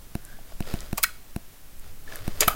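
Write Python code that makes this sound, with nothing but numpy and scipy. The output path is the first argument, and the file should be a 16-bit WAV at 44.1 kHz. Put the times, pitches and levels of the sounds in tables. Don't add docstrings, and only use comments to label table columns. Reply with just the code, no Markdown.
import sys
import numpy as np
from scipy import signal
from scipy.fft import rfft, irfft
from scipy.io import wavfile

SR = 44100
rng = np.random.default_rng(int(sys.argv[2]) if len(sys.argv) > 2 else 0)


def store_wav(level_fs):
    pcm = np.round(np.clip(np.atleast_2d(level_fs), -1, 1) * 32767)
    wavfile.write(sys.argv[1], SR, pcm.T.astype(np.int16))


N = 112454
TIME = np.arange(N) / SR
BAND_LIMIT_HZ = 16050


def amp(db):
    return 10 ** (np.asarray(db) / 20)


def unit(x):
    return x / np.sqrt(np.mean(x ** 2) + 1e-20)


def curve_at(points, hz):
    f, value = np.transpose(points)
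    return np.interp(np.log(hz + 1), np.log(f + 1), value)


def highpass_gain(hz, edge_hz, order):
    return hz ** order / np.hypot(hz ** order, float(edge_hz) ** order)


def shaped(x, gain):
    return irfft(rfft(x) * gain(np.fft.rfftfreq(len(x), 1 / SR)), len(x))


def coloured(x, points):
    return unit(shaped(x, lambda hz: amp(curve_at(points, hz))))


def swells(rows):
    return sum(amp(db) * np.exp(-((TIME - s) / half) ** 2) for s, half, db in rows)


def grain_sizes(count, spread_db):
    return amp(spread_db * np.minimum(rng.exponential(1, count), 4))


def add(mix, s, sound):
    part = mix[max(round(s * SR), 0):][:len(sound)]
    part += sound[:len(part)]


# (frequency [Hz], relative level [dB])
RUMBLE_SPECTRUM = [(3, 1.5), (10, 7.5), (20, -6), (35, -11), (60, -16.5), (140, -24.5), (260, -30),
                   (600, -50)]
HISS_SPECTRUM = [(100, 0), (300, 6.5), (1000, 1.5), (4500, -3), (9000, -3.5), (14500, -0.5), (16000, -2)]
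# (time [s], gain [dB])
HANDLING = [(0, 2), (.5, 2), (.76, 11), (1.15, 0), (1.6, -1), (2.25, 6), (2.42, 14)]


def background(rumble_db=-40.5, hiss_db=-52.5):
    handling_db = np.interp(TIME, *np.transpose(HANDLING))
    rumble = amp(rumble_db + handling_db) * coloured(rng.standard_normal(N), RUMBLE_SPECTRUM)
    hiss = amp(hiss_db) * coloured(rng.standard_normal(N), HISS_SPECTRUM)
    return rumble + hiss


# (frequency [Hz], time to fall 60 dB [s])
ROOM_DECAY = [(200, 0.6), (1300, 0.31), (4000, 0.36), (15000, 0.19)]


def bedroom(x, delay_s=0.0053, gain_db=-17):
    size = SR // 2
    reflections = rng.standard_normal(size) * (rng.random(size) < .1)
    hz, t, bands = signal.stft(reflections, SR, nperseg=256)
    decay = amp(-60 * t / curve_at(ROOM_DECAY, hz)[:, None])
    _, tail = signal.istft(bands * decay, SR, nperseg=256)
    tail *= TIME[:len(tail)] > delay_s
    return amp(gain_db) * signal.fftconvolve(x, tail / np.linalg.norm(tail))[:N]


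# (delay [s], gain [dB])
FURNITURE_ECHOES = [(.0245, -31.5), (.0505, -23.5)]


def furniture(x, top_hz=2470):
    out = np.zeros(N)
    dull = shaped(x, lambda hz: 1 - highpass_gain(hz, top_hz, order=2) ** 2)
    for delay, db in FURNITURE_ECHOES:
        add(out, delay, amp(db) * dull)
    return out


# (middle [s], half length [s], level [dB])
DRAGS = [(1.876, 0.067, -51), (2.217, 0.023, -42.5)]


def tub_drags(hum_hz=92, waver_share=.08):
    waver = unit(shaped(rng.standard_normal(N), lambda hz: np.exp(-(hz / 20) ** 2)))
    pitch = hum_hz * (1 + waver_share * waver)
    return swells(DRAGS) * unit(np.sin(2 * np.pi * np.cumsum(pitch) / SR))


def finger_rub(middle_s=0.3, half_s=0.097, level_db=-57, centre_hz=1610, half_width_hz=160):
    band = shaped(rng.standard_normal(N), lambda hz: 1 / (1 + ((hz - centre_hz) / half_width_hz) ** 2))
    return swells([(middle_s, half_s, level_db)]) * unit(band)


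# (time [s], level [dB])
KNOCKS = [(0.1539, -17), (0.6063, -17), (.7404, -16.5), (0.9304, -16), (1.3635, -17.5), (2.2797, -16),
          (2.477, -17)]
# (frequency [Hz], relative level [dB], time to fall 60 dB [s])
KNOCK_MODES = [(201, -13, 0.059), (311, -14, 0.047), (444, -21, 0.035), (678, -25, 0.09)]
# (frequency [Hz], relative level [dB])
SCRAPE_SPECTRUM = [(900, -3.5), (1900, -1.5), (3400, -5), (8000, -12.5), (9050, -2.5), (9900, -9),
                   (16000, -13)]


def knocks(rise_s=0.0006, push_s=0.0024, edge_s=0.00032, settle_db=-19.5, settle_s=0.014,
           scrape_lead_s=0.0019, scrape_s=0.00089, scrape_db=-11):
    out, t = np.zeros(N), TIME[:SR // 3]
    hold = np.clip((push_s - t) / edge_s / 2 + .5, 0, 1) * (1 - amp(settle_db))
    settle = amp(settle_db) * np.exp(-t / settle_s)
    push = (hold + settle) * np.minimum(t / rise_s, 1)
    pole = np.exp(-1 / (edge_s * SR))
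    body = signal.lfilter([1 - pole], [1, -pole], push)
    body += sum(amp(db - 60 * t / t60) * np.sin(2 * np.pi * hz * t) for hz, db, t60 in KNOCK_MODES)
    scrape = coloured(rng.standard_normal(len(t)), SCRAPE_SPECTRUM) * t / scrape_s * np.exp(-t / scrape_s)
    scrape *= np.sqrt(scrape_s * SR) / np.linalg.norm(scrape)
    for s, db in KNOCKS:
        add(out, s, amp(db) * body)
        add(out, s - scrape_lead_s, amp(db + scrape_db) * scrape)
    return out


# (frequency [Hz], relative gain [dB], time to fall 60 dB [s])
TUB_MODES = [(1730, -22, 0.11), (2300, -13, 0.049), (3610, -11, 0.025), (4115, -9.5, 0.049),
             (6900, -35, 0.059)]


def tub(x, wall_span_s=0.008, wall_fade_s=0.0025, wall_db=-11.5):
    t = TIME[:SR // 8]
    echoes = rng.standard_normal(len(t)) * np.exp(-t / wall_fade_s) * (t > t[16]) * (t < wall_span_s)
    response = amp(wall_db) * echoes / np.linalg.norm(echoes)
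    for hz, db, t60 in TUB_MODES:
        decay_samples = t60 * SR / np.log(1000)
        response += 4 * amp(db - 60 * t / t60) * np.cos(2 * np.pi * hz * t) / decay_samples
    return x + signal.fftconvolve(x, response)[:N]


# (middle [s], half length [s], level [dB])
SQUEEZES = [(0.303, 0.16, -59), (0.505, 0.037, -54.5), (0.697, 0.053, -44.5), (0.806, 0.15, -49),
            (1.866, 0.052, -55), (2.143, 0.062, -43), (2.272, 0.06, -47), (2.412, 0.068, -46)]
# (frequency [Hz], relative level [dB])
SQUELCH_SPECTRUM = [(150, -10), (280, -7), (550, 1), (950, -6), (1400, -3), (2200, -9), (4200, -10.5),
                    (9000, -18), (16000, -19)]


def squelch(bubbles_per_s=2600):
    clicks = rng.choice([-1., 1.], N) * grain_sizes(N, spread_db=3.5)
    clicks *= rng.random(N) < bubbles_per_s / SR
    return swells(SQUEEZES) * coloured(clicks, SQUELCH_SPECTRUM)


# (time [s], level [dB], starting pitch [Hz], time to fall 60 dB [s])
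POPS = [(.388, -32, 695, 0.013), (.520, -35.5, 616, 0.026), (.9795, -20.5, 1096, 0.023),
        (.9795, -24.5, 2390, 0.025), (.984, -22, 744, 0.013), (1.0355, -16, 1250, 0.019),
        (1.0355, -17, 2174, 0.045), (1.036, -14, 4063, 0.027), (1.0412, -2.5, 1454, 0.01),
        (1.047, -20.5, 1864, 0.04), (2.076, -34, 1700, 0.045), (2.122, -29, 1666, 0.032),
        (2.156, -32, 1690, 0.025), (2.4068, -5.5, 6870, 0.013), (2.407, -7.5, 7420, 0.017),
        (2.411, -21, 421, 0.088), (2.419, -18, 2260, 0.043), (2.4218, -19, 1328, 0.032),
        (2.423, -27, 1720, 0.028), (2.430, -17, 616, 0.023), (2.4805, -10, 576, 0.013),
        (2.4803, -3.5, 1246, 0.03), (2.48, -5.5, 2990, 0.0099), (2.483, -16.5, 2273, 0.032),
        (2.503, -26, 1210, 0.11)]


def pops(rise_s=0.00082, glide_share=0.0377, glide_s=0.0058):
    out, t = np.zeros(N), TIME[:SR // 6]
    for s, db, hz, t60 in POPS:
        pitch = hz * (1 + glide_share * (1 - np.exp(-t / glide_s)))
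        envelope = amp(db - 60 * t / t60) * (1 - np.exp(-t / rise_s))
        ring = envelope * np.sin(2 * np.pi * np.cumsum(pitch) / SR)
        low_cut = signal.butter(6, .75 * hz, "high", fs=SR, output="sos")
        add(out, s, signal.sosfilt(low_cut, ring))
    return out


# (time [s], relative level [dB], centre [Hz])
SNAPS = [(0.251, -23.5, 8900), (0.5231, -29.5, 1520), (0.6249, -24, 2600), (0.79, -25, 3880),
         (0.806, -19.5, 6750), (0.9758, -15, 6960), (0.9808, -7.5, 9900), (1.0306, -2.5, 14100),
         (1.0376, 2, 13700), (1.0372, -7, 5860), (1.04, -4, 14100), (1.7964, -30, 11000),
         (2.1235, -24.5, 3150), (2.158, -16.5, 10500), (2.4070, 9.5, 10300), (2.4076, -3, 5400),
         (2.424, -21, 5000), (2.4316, -4, 2600), (2.4796, -4, 12900)]


def snaps(fade_s=0.00046, width_octaves=0.85):
    out, t = np.zeros(N), TIME[:1024]
    fade = np.exp(-t / fade_s)
    for s, db, centre in SNAPS:
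        def band(hz):
            peak = 1 / (1 + (np.log2((hz + 1) / centre) / width_octaves) ** 2) ** 2
            return peak * highpass_gain(hz, centre / 6, order=3) * (hz < BAND_LIMIT_HZ)
        fizz = shaped(rng.standard_normal(len(t)), band)
        add(out, s, .5 * amp(db) * unit(fizz * fade) * np.sqrt(np.mean(fade ** 2)))
    return out


TEAR_BANDS = [600, 2500, 7000, 14000]
# (peak time [s], rise [s], fall [s], level in each band [dB], low edge [Hz])
TEARS = [(0.9806, 0.0029, 0.0043, -18, -26, -24, -25.5, 550),
         (0.9852, 0.00099, 0.0072, -11.5, -27, -28, -32, 530),
         (1.0362, 0.0031, 0.0035, -24, -13.5, -14.5, -11, 1250),
         (1.0420, 0.00053, 0.003, 1, -12, -14, -36, 1310),
         (2.4079, 0.0018, 0.0065, -45, -14.5, -8, -18, 1300),
         (2.4245, 0.0074, 0.0044, -10.5, -14.5, -25, -46, 370),
         (2.4318, 0.00048, 0.013, -25, -14, -33, -34, 450),
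         (2.4820, 0.002, 0.003, -1, -9.5, -17.5, -5.5, 455),
         (2.497, 0.0091, 0.029, -16, -34, -38, -30.5, 620)]


def tears():
    out, t = np.zeros(N), TIME[:8192]
    lead_s = t[1024]
    for s, rise, fall, *band_db, low_hz in TEARS:
        crackle = unit(rng.standard_normal(len(t)) * grain_sizes(len(t), spread_db=4))
        crackle *= np.exp(-np.maximum((lead_s - t) / rise, (t - lead_s) / fall))
        spectrum = list(zip(TEAR_BANDS, band_db))
        spit = shaped(crackle, lambda hz: amp(curve_at(spectrum, hz)) * highpass_gain(hz, low_hz, order=7))
        add(out, s - lead_s, spit)
    return out


def scene():
    slime = tub(tears() + snaps() + squelch()) + pops() + finger_rub()
    slime_in_room = slime + furniture(slime) + bedroom(slime)
    return (slime_in_room + knocks() + tub_drags() + background())[None]


def record(dry):
    ceiling = 0.55
    clipped = dry / (1 + (dry / ceiling) ** 10) ** (1 / 10)
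    low_pass = signal.firwin(255, BAND_LIMIT_HZ, window=("kaiser", 8), fs=SR)
    return signal.oaconvolve(clipped, low_pass[None], "same")


dry = scene()
out = record(dry)
store_wav(out)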